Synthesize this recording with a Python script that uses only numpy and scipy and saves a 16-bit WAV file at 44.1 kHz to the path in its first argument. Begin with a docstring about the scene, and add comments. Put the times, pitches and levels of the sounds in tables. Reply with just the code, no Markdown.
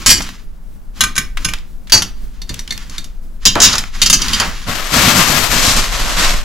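"""Painted sheet-metal cookie cutters, picked off a quilt and stacked by hand near a phone in a bedroom. Rims
clash, chatter and ring; the loudest clashes are flattened at their peaks. Fingers and paper tags brush between
the clinks. Then a thin plastic bag is dragged past, its creases buckling, its sheet flapping. The hand holding
the phone rumbles throughout."""
import sys
import numpy as np
from scipy import signal
from scipy.fft import rfft, irfft, next_fast_len
from scipy.io import wavfile

SR = 44100
rng = np.random.default_rng(int(sys.argv[2]) if len(sys.argv) > 2 else 0)


def persist_wave(psi):
    """Save psi, clipped to +-1, as 16-bit WAV."""
    counts = np.round(np.clip(psi, -1, 1) * 32767).astype(np.int16)
    wavfile.write(sys.argv[1], SR, np.atleast_2d(counts).T)


N = 284268
TIME_S = np.arange(N) / SR

# rim clashes: start_s, level_db, chatter_s, tones_db, focus_hz, cutter
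CLINKS = [ (0.0614, 4, 0.017, -17, 5000, "white"), (.092, 9, 0.019, -13, 4960, "white"),
          (.176, -20, .006, -3, 5960, "white"), (.22, -21, 0.0033, -12, 5680, "white"),
          (1.007, -1, 0.0065, -4.5, 3970, "star"), (1.037, -4.5, 0.0014, -3.5, 1200, "star"),
          (1.155, -21.5, 0.0022, -6, 5290, "star"), (1.1636, -15.5, 0.0035, -0.5, 7220, "star"),
          (1.179, -5.5, 0.0068, -6, 1920, "star"), (1.4467, -9.5, 0.0069, -3, 5560, "star"),
          (1.487, -19, .002, 0.5, 2470, "star"), (1.9213, 9, 0.012, 0.5, 5600, "blue"),
          (1.977, -7.5, .002, -3, 5700, "blue"), (2.021, -8.5, 0.0031, -12, 3380, "blue"),
          (2.4171, -25.5, .003, -1, 5000, "red"), (2.493, -21, 0.0033, 1, 4400, "red"),
          (2.592, -19, 0.0023, -11, 5760, "red"), (2.7072, -15, 0.0024, 1, 3780, "red"),
          (2.722, -21.5, 0.0037, 1.5, 1880, "red"), (2.897, -26, 0.00085, -15, 5600, "red"),
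          (2.981, -18, 0.0013, -3, 3980, "red"), (3.043, -26, .002, -20, 5560, "red"),
          (3.4535, 5.5, 0.012, -23, 4800, "pile"), (3.463, -4, .01, 2.5, 3160, "pile"),
          (3.602, -2, 0.0046, -11, 6400, "pile"), (3.617, 5.5, 0.03, -9, 6600, "pile"),
          (3.648, 3, 0.0082, -0.5, 4900, "pile"), (3.726, -8, 0.012, -25, 4630, "pile"),
          (3.753, -11, 0.0033, -8, 1302, "pile"), (3.7814, -7.5, 0.0013, -7, 10900, "pile"),
          (4.017, -.5, 0.013, -8, 3800, "green"), (4.059, -2, 0.011, -22, 5200, "green"),
          (4.099, 3, 0.0017, -15, 10200, "green"), (4.128, 4, 0.013, -7, 5600, "green"),
          (4.217, -8, .004, -4.5, 5600, "green"), (4.282, -12.5, 0.0026, -6, 3970, "green"),
          (4.3325, -11.5, 0.0016, 4, 3120, "green"), (4.342, -12.5, 0.0042, -1, 4860, "green"),
          (4.399, -6.5, 0.0029, -4, 1500, "green"), (4.417, -22.5, 0.0016, 6, 4960, "green")]
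# knocks damped by fingers or quilt: start_s, level_db, centre_hz, t60_s
KNOCKS = [(0.206, -14, 1360, 0.033), (.29, -18, 1870, .016), (1.372, -16, 1960, 0.05),
          (1.46, -22, 74.5, 0.22), (1.536, -11, 2200, 0.031), (1.586, -30.5, 2760, 0.019),
          (1.872, -36, 2500, 0.093), (1.8977, -22.5, 3000, 0.06), (1.932, -12, 1203, 0.21),
          (1.952, -16, 74.6, .2), (2.5, -21.5, 88, .3), (2.542, -19, 3950, .028),
          (2.677, -21.5, 2660, .023), (2.7773, -18, 3170, 0.017), (3.5544, -8, 2370, .014),
          (3.557, -13, 795, 0.42), (3.559, -15.5, 217, 0.249), (3.739, -16.5, 1190, 0.19),
          (3.8387, -15, 1380, 0.015), (4.401, -13, 1170, 0.33)]
# modes per cutter: mode_hz, level_db
CUTTER_MODES = {"white": [(1809, -8), (2105, -6), (3077, -6), (4519, -2), (4646, 0), (5712, -3), (6856, -3),
                (7612, -6), (7760, -6), (9582, -5)], "star": [(1069, -11), (1214, -7), (1534, 0),
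                (1860, -8), (2231, -10), (2385, -6), (2845, -5), (3063, -11), (3370, -10), (3472, -8),
                (3908, -8), (4288, -13), (5268, -5), (6245, -10), (6557, -8), (6656, -5), (10705, -11),
                (11111, -17)], "blue": [(942, -14), (2727, -14), (3152, -14), (4605, 0), (5187, -11),
                (5381, -13), (5782, -5), (6124, -13), (6535, -14), (7965, -14), (9641, -24), (11103, -18)],
                "red": [(1787, -9), (2110, -5), (2842, -10), (3577, -3), (3704, -2), (4393, 0), (4597, -6),
                (5766, -3), (6447, -11), (7655, -7)], "pile": [(1704, -10), (2810, -10), (3128, 0),
                (3521, -6), (3696, -8), (3793, -8), (3938, -1), (4619, -8), (4867, -2), (5227, -2),
                (5335, -2), (5790, -5), (6428, -4), (6947, -1), (8274, -13)], "green": [(2842, -4),
                (3117, 0), (3698, -7), (4280, -7), (4455, -7), (4603, -3), (4883, 0), (4998, -6),
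                (5739, -6), (6218, -6), (6713, -5), (7367, -11), (9415, -14), (9512, -13)]}
# ring time per cutter at 4 kHz: t60_s
CUTTER_T60_S = {"white": .11, "star": .12, "blue": .07, "red": .08, "pile": .14, "green": .12}
# treble shelf per cutter: gain_db
CUTTER_TREBLE_DB = {"white": 4.1, "star": 5.4, "blue": -.5, "red": 2.8, "pile": -1.6, "green": 0.57}
# cutters and tags slid over the quilt: start_s, length_s, friction_db, bump_db
STROKES = [(-.05, 0.32, -33, -33.5), (.92, 0.1, -37, -35), (1.15, .09, -45, -48), (1.35, .15, -37.5, -34.5),
           (1.62, 0.1, -65, -43), (2.12, 0.31, -53, -44), (2.455, .12, -38, -38), (2.642, 0.2, -41, -35.5),
           (2.862, .1, -37.5, -50), (3.386, 0.057, -39.5, -48), (3.57, 0.11, -15.5, -38),
           (3.904, 0.39, -31.5, -33), (4.166, 0.24, -22, -27.5), (4.344, 0.091, -27, -24.5),
           (4.48, 0.15, -32.5, -41)]
# pulls on the bag: start_s, length_s, crackle_db, flap_db, crisp_db
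PULLS = [(4.642, .07, -22.5, -24, -2), (4.888, 0.11, -12.5, -20, 2.5), (4.986, 0.11, -10.5, -18, 1.5),
         (5.117, 0.092, -11.5, -18, 2), (5.232, 0.2, -17, -21, 2.5), (5.466, 0.23, -18, -26, 4),
         (5.6, 0.092, -17.5, -28, 9), (5.718, 0.043, -14.5, -25, 4), (5.879, 0.43, -21.5, -34.5, 1.5),
         (6.136, .1, -15, -25.5, 2)]
# bag's path past the phone: time_s, left_minus_right_db
BAG_PATH = [(4.7, 6.5), (5.05, 8.5), (5.45, 11), (5.7, 3.5), (5.95, 2.5), (6.25, 1)]

# weak modes of the sheet metal: freq_hz, density_db
METAL_SPECTRUM = [(200, -26.5), (600, -29), (1000, -6.5), (1600, -3.5), (3200, -3.5), (4700, -3.5),
                  (6900, 0), (8500, -10), (10800, -7), (13000, -14.5), (15500, -35.5)]
# friction on cloth and paper: freq_hz, density_db
FRICTION_SPECTRUM = [(200, -11.5), (600, -22), (1100, -2.5), (2400, -4.5), (5000, -6), (7200, -9.5),
                     (8800, -22.5), (11000, -15.5), (15400, -39)]
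# quilt thuds and bumps: freq_hz, density_db
QUILT_SPECTRUM = [(35, 6), (80, -1.5), (130, -4.5), (190, 0.5), (290, -8), (450, -18), (1200, -30.5)]
# buckling film: freq_hz, density_db
CREASE_SPECTRUM = [(200, -8), (400, -5.5), (650, -0.5), (830, -2.5), (1060, 2.5), (1500, 1), (4100, -1.5),
                   (7600, -7), (9700, -15.5), (12400, -8.5), (14000, -17.5), (15500, -23)]
# flapping film: freq_hz, density_db
FLAP_SPECTRUM = [(50, -1), (90, 2), (170, 3.5), (270, 0), (400, -13), (700, -13), (1500, -69)]
# hand on the phone: freq_hz, density_db
GRIP_SPECTRUM = [(8, -6), (18, 9), (28, 2), (42, -2), (70, -19.5), (130, -49), (400, -60)]
# still room air: freq_hz, density_db
AIR_SPECTRUM = [(100, -19), (165, -2.5), (270, -12.5), (350, -19.5), (700, -21.5), (1500, -27),
                (4000, -45.5), (15400, -53.5)]

TOP_HZ = 15700


def cutters(thud_db=-20.5, thud_db_per_db=0.6):
    """All clinks and knocks. 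A harder clink thuds harder, less than in proportion."""
    out = np.zeros((2, N))
    for start_s, level_db, chatter_s, tones_db, focus_hz, cutter in CLINKS:
        relative_thud_db = thud_db + thud_db_per_db * level_db - level_db
        add(out, start_s, undb(level_db) * clink(chatter_s, tones_db, focus_hz, relative_thud_db, cutter))
    for start_s, level_db, centre_hz, t60_s in KNOCKS:
        add(out, start_s, undb(level_db) * knock(centre_hz, t60_s))
    return out * pan(-.3)


def clink(chatter_s, tones_db, focus_hz, thud_db, cutter, bounces_per_s=700, size=12288):
    """Rim bounces on rim: a crack, a crowd of short modes, a few long tones, a thud in the quilt."""
    time_s = np.arange(size) / SR
    bounces = (rng.random(size) < bounces_per_s / SR) * rng.exponential(size=size)
    blows = (time_s == 0) + bounces / (1 + (time_s / chatter_s) ** 6)
    response_db = sheet_response_db(cutter, focus_hz, size)
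    crack = colour(noise(size, width=.45), METAL_SPECTRUM, response_db)
    crack *= ring(blows, t60_s=.018) + .2 * ring(blows, t60_s=.1)
    crowd = colour(mode_crowd(size), METAL_SPECTRUM, response_db) * ring(blows, t60_s=.055)
    tones = cutter_tones(cutter, focus_hz, blows, time_s)
    thud = colour(noise(size, width=.096), QUILT_SPECTRUM) * ring(blows, t60_s=.29)
    quilt_damping = 1 / (1 + (time_s / .09) ** 4)
    metal = undb(-6) * crack + undb(-3) * crowd + undb(tones_db - 4) * tones * quilt_damping
    return metal + undb(thud_db) * thud


def cutter_tones(cutter, focus_hz, blows, time_s):
    """Strong modes. Much leaks at once into the touching rim; the rest dies slowly, high modes first."""
    modes_hz, modes_db = np.transpose(CUTTER_MODES[cutter])
    scatter_db = 2 * rng.standard_normal(len(modes_hz))
    gains = undb(modes_db + contact_db(np.log2(modes_hz), focus_hz) + scatter_db)
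    leak = .9 * ring(blows, t60_s=.04)
    tones = 0
    for mode_hz, gain in zip(modes_hz, gains / np.linalg.norm(gains)):
        phase_rad = 2 * np.pi * rng.random() + .66 * rng.standard_normal((2, 1))  # per microphone port
        t60_s = CUTTER_T60_S[cutter] * (4000 / mode_hz) ** .5
        tones += gain * np.sin(2 * np.pi * mode_hz * time_s + phase_rad) * (leak + ring(blows, t60_s))
    return tones


def contact_db(log2_hz, focus_hz, peak_db=6.1, width_oct=.31):
    """The place of contact favours one band."""
    return peak_db * np.exp(-((log2_hz - np.log2(focus_hz)) / width_oct) ** 2)


def sheet_response_db(cutter, focus_hz, size):
    """The sheet answers most near its strong modes and in the struck band."""
    modes_hz, modes_db = np.transpose(CUTTER_MODES[cutter])
    bins_hz = np.fft.rfftfreq(size, 1 / SR)
    half_width_hz = 30 + .009 * modes_hz
    detuning = (bins_hz[:, None] - modes_hz) / half_width_hz
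    nearness = (undb(modes_db - modes_db.max()) / (1 + detuning ** 2)).sum(axis=1)
    treble_db = CUTTER_TREBLE_DB[cutter] * np.clip((bins_hz - 6500) / 3000, 0, 1)
    return contact_db(log2_bins(size), focus_hz) + treble_db + 10 * np.log10(1 + 7 * nearness)


def mode_crowd(size, count=90):
    """Weak modes, about evenly spread; each clink excites different ones."""
    modes_hz = (np.arange(count) + rng.random(count)) * TOP_HZ / count
    spectrum = np.zeros((2, size // 2 + 1), complex)
    spectrum[:, (modes_hz * size / SR).astype(int)] = noise(count, .35) + 1j * noise(count, .09)
    return irfft(spectrum, size)


def knock(centre_hz, t60_s, size=16384):
    """A held cutter cannot ring: one broad, short resonance."""
    offset_oct = log2_bins(size) - np.log2(centre_hz)
    hump_db = -10 * np.log10(1 + (offset_oct / .9) ** 4 + (offset_oct / 1.7) ** 10)
    band = unit_rms(irfft(rfft(noise(size, width=.44)) * undb(hump_db)))
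    return band * ring(np.arange(size) == 0, t60_s)


def bag(attack_s=.053, fade_db_per_s=135):
    """Creases of thin film buckle in dense flurries; the whole sheet flaps when pulled."""
    starts_s, lengths_s, crackle_db, flap_db, crisp_db = np.transpose(PULLS)
    pulls = [swell(*span_s, attack_s, fade_db_per_s) for span_s in zip(starts_s, lengths_s)]
    carried = swell(4.67, 1.23, attack_s, fade_db_per_s) * undb(-26.5)  # crackle between pulls
    buckling = np.hypot(energy_sum(pulls, crackle_db), carried)
    snapping = np.hypot(energy_sum(pulls, crackle_db + crisp_db), carried)  # sharper when taut
    pan_db = np.interp(TIME_S, *np.transpose(BAG_PATH))
    dull, crisp, fizz = crease_bands()
    fizz_gain = undb(1.7 * (pan_db - 9))  # carries only right beside the left port
    film = (dull + fizz * fizz_gain) * buckling + crisp * undb(.5) * snapping
    flaps = colour(noise(N, width=.04), FLAP_SPECTRUM) * energy_sum(pulls, flap_db)
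    flaps *= undb(1.65 * wander(rate_hz=35))
    return film * undb(3) * pan(pan_db) + flaps * pan(.84)


def crease_bands():
    """Film snaps in three bands. Long waves reach both ports more alike than short ones."""
    creases = crackle(rate_per_s=7000, spread_db=3.3)
    creases *= undb(.6 * wander(rate_hz=70) + .18 * wander(rate_hz=9.1))
    dull = lowpass(colour(stereo(creases, width=.44), CREASE_SPECTRUM), 3530)
    wide = colour(stereo(creases, width=.58), CREASE_SPECTRUM)
    treble = wide - lowpass(wide, 3980)
    crisp = lowpass(treble, 11900)
    fizz = treble - crisp
    return dull, crisp, fizz


def sliding(attack_s=.052, fade_db_per_s=126, arm_brush_db=-71.5, arm_press_db=-48.5):
    """Friction grains on cloth and paper; the quilt gives under the hand and the resting arm."""
    starts_s, lengths_s, friction_db, bump_db = np.transpose(STROKES)
    strokes = [swell(*span_s, attack_s, fade_db_per_s) for span_s in zip(starts_s, lengths_s)]
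    friction = np.hypot(energy_sum(strokes, friction_db), undb(arm_brush_db))
    pressure = np.hypot(energy_sum(strokes, bump_db), undb(arm_press_db))
    snaps = stereo(crackle(rate_per_s=5000, spread_db=.91), width=.35)
    grains = colour(snaps, FRICTION_SPECTRUM) * friction * undb(.95 * wander(rate_hz=40))
    bumps = colour(noise(N, width=.39), QUILT_SPECTRUM) * pressure * undb(1.4 * wander(rate_hz=25))
    return grains + bumps


def grip(level_db=-24.5, swing_start_s=5.27, swing_rise_s=.37, swing_db=8.5):
    """The hand on the phone rumbles, more once it swings the phone round."""
    swing = np.clip((TIME_S - swing_start_s) / swing_rise_s, 0, 1)
    rumble = colour(noise(N, width=.35), GRIP_SPECTRUM)
    return rumble * undb(level_db + swing_db * swing + .9 * wander(rate_hz=2.7)) * pan(1.4)


def bedroom(x, low_t60_s=.31, high_t60_s=.19, split_hz=3000, wet_db=-13, size=22050):
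    """Near walls answer within milliseconds; bedding absorbs the treble first."""
    time_s = np.arange(size) / SR
    echoes = noise(size, width=.13)
    low = signal.sosfilt(signal.butter(2, split_hz, fs=SR, output="sos"), echoes)
    high = signal.sosfilt(signal.butter(2, split_hz, "high", fs=SR, output="sos"), echoes)
    onset = np.clip(time_s / .008 - .5, 0, 1)
    tail = (low * undb(-60 * time_s / low_t60_s) - high * undb(-60 * time_s / high_t60_s)) * onset
    tail /= np.linalg.norm(tail, axis=1, keepdims=True)
    return x + undb(wet_db) * signal.fftconvolve(x, tail, axes=1)[:, :N]


def room_air(level_db=-46.5):
    """Faint, steady hush of still air."""
    return colour(noise(N, width=.87), AIR_SPECTRUM) * undb(level_db)


def ring(blows, t60_s):
    """Resonance envelope, peak 1. Blows land at unrelated phases, so their energies add."""
    retention = np.exp(-2 * np.log(1000) / (t60_s * SR))
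    envelope = np.sqrt(signal.lfilter([1], [1, -retention], blows) + 1e-18)
    return envelope / envelope.max()


def swell(start_s, length_s, attack_s, fade_db_per_s):
    """Hand movement: gathers speed, holds, dies away."""
    rise = np.clip((TIME_S - start_s) / attack_s, 0, 1) ** 2
    return rise * undb(-fade_db_per_s * np.maximum(TIME_S - start_s - length_s, 0))


def energy_sum(swells, levels_db):
    """Joint amplitude of overlapping movements."""
    return np.sqrt(undb(levels_db) ** 2 @ np.square(swells) + 1e-18)


def crackle(rate_per_s, spread_db):
    """Two trains of randomly timed snaps, a few larger than the rest."""
    sizes = undb(spread_db * np.minimum(rng.exponential(size=(2, N)), 4))
    fires = rng.random((2, N)) < rate_per_s / SR
    return fires * sizes * np.sign(rng.standard_normal((2, N)))


def wander(rate_hz):
    """Random drift, standard deviation near 2."""
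    steps = rng.standard_normal(4096)
    return 2.5 * np.interp(TIME_S * rate_hz, np.arange(len(steps)), steps)


def noise(size, width):
    """Stereo white noise."""
    return stereo(rng.standard_normal((2, size)), width)


def stereo(sources, width):
    """Two unrelated signals as mid and side, rms 1."""
    return unit_rms(sources[0] + width * sources[1] * np.array([[1], [-1]]))


def pan(left_minus_right_db):
    """Left and right gains."""
    gains = undb(np.array([[.5], [-.5]]) * left_minus_right_db)
    return gains / gains.mean(axis=0)


def from_right(x, lag_s):
    """A source on the right reaches the left port later."""
    size = next_fast_len(N + 64)
    delay = np.exp(-2j * np.pi * np.fft.rfftfreq(size, 1 / SR) * lag_s)
    return np.array([irfft(rfft(x[0], size) * delay, size)[:N], x[1]])


def colour(x, spectrum, extra_db=0):
    """Filter by (freq_hz, density_db) points, to rms 1."""
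    freq_hz, density_db = np.transpose(spectrum)
    size = next_fast_len(x.shape[-1])
    gain = undb(np.interp(log2_bins(size), np.log2(freq_hz), density_db) + extra_db)
    return unit_rms(irfft(rfft(x, size) * gain, size)[..., :x.shape[-1]])


def lowpass(x, cutoff_hz):
    """Zero-phase low-pass."""
    return signal.sosfiltfilt(signal.butter(2, cutoff_hz, fs=SR, output="sos"), x)


def log2_bins(size):
    """Log2 frequency of each Fourier bin."""
    return np.log2(np.fft.rfftfreq(size, 1 / SR) + 1)


def add(out, start_s, sound):
    """Mix a sound in at start_s."""
    start = int(start_s * SR)
    out[:, start:start + sound.shape[1]] += sound[:, :N - start]


def unit_rms(x):
    """Scale to rms 1."""
    return x / np.sqrt(np.mean(x ** 2) + 1e-18)


def undb(db):
    """Decibels to gain."""
    return np.exp(np.asarray(db) * np.log(10) / 20)


def scene():
    """Cutters, hands and bag in the room, over grip rumble and still air."""
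    air = room_air()
    stacking = from_right(cutters() + sliding(), lag_s=14e-6)
    return bedroom(stacking + bag()) + grip() + air


def record(dry, ceiling=.95):
    """The loudest clashes are flattened at their peaks; a steep low-pass cuts the top."""
    flattened = dry / (1 + np.abs(dry / ceiling) ** 6) ** (1 / 6)
    return signal.sosfilt(signal.ellip(8, .2, 70, TOP_HZ, fs=SR, output="sos"), flattened)


dry = scene()
out = record(dry)
persist_wave(out)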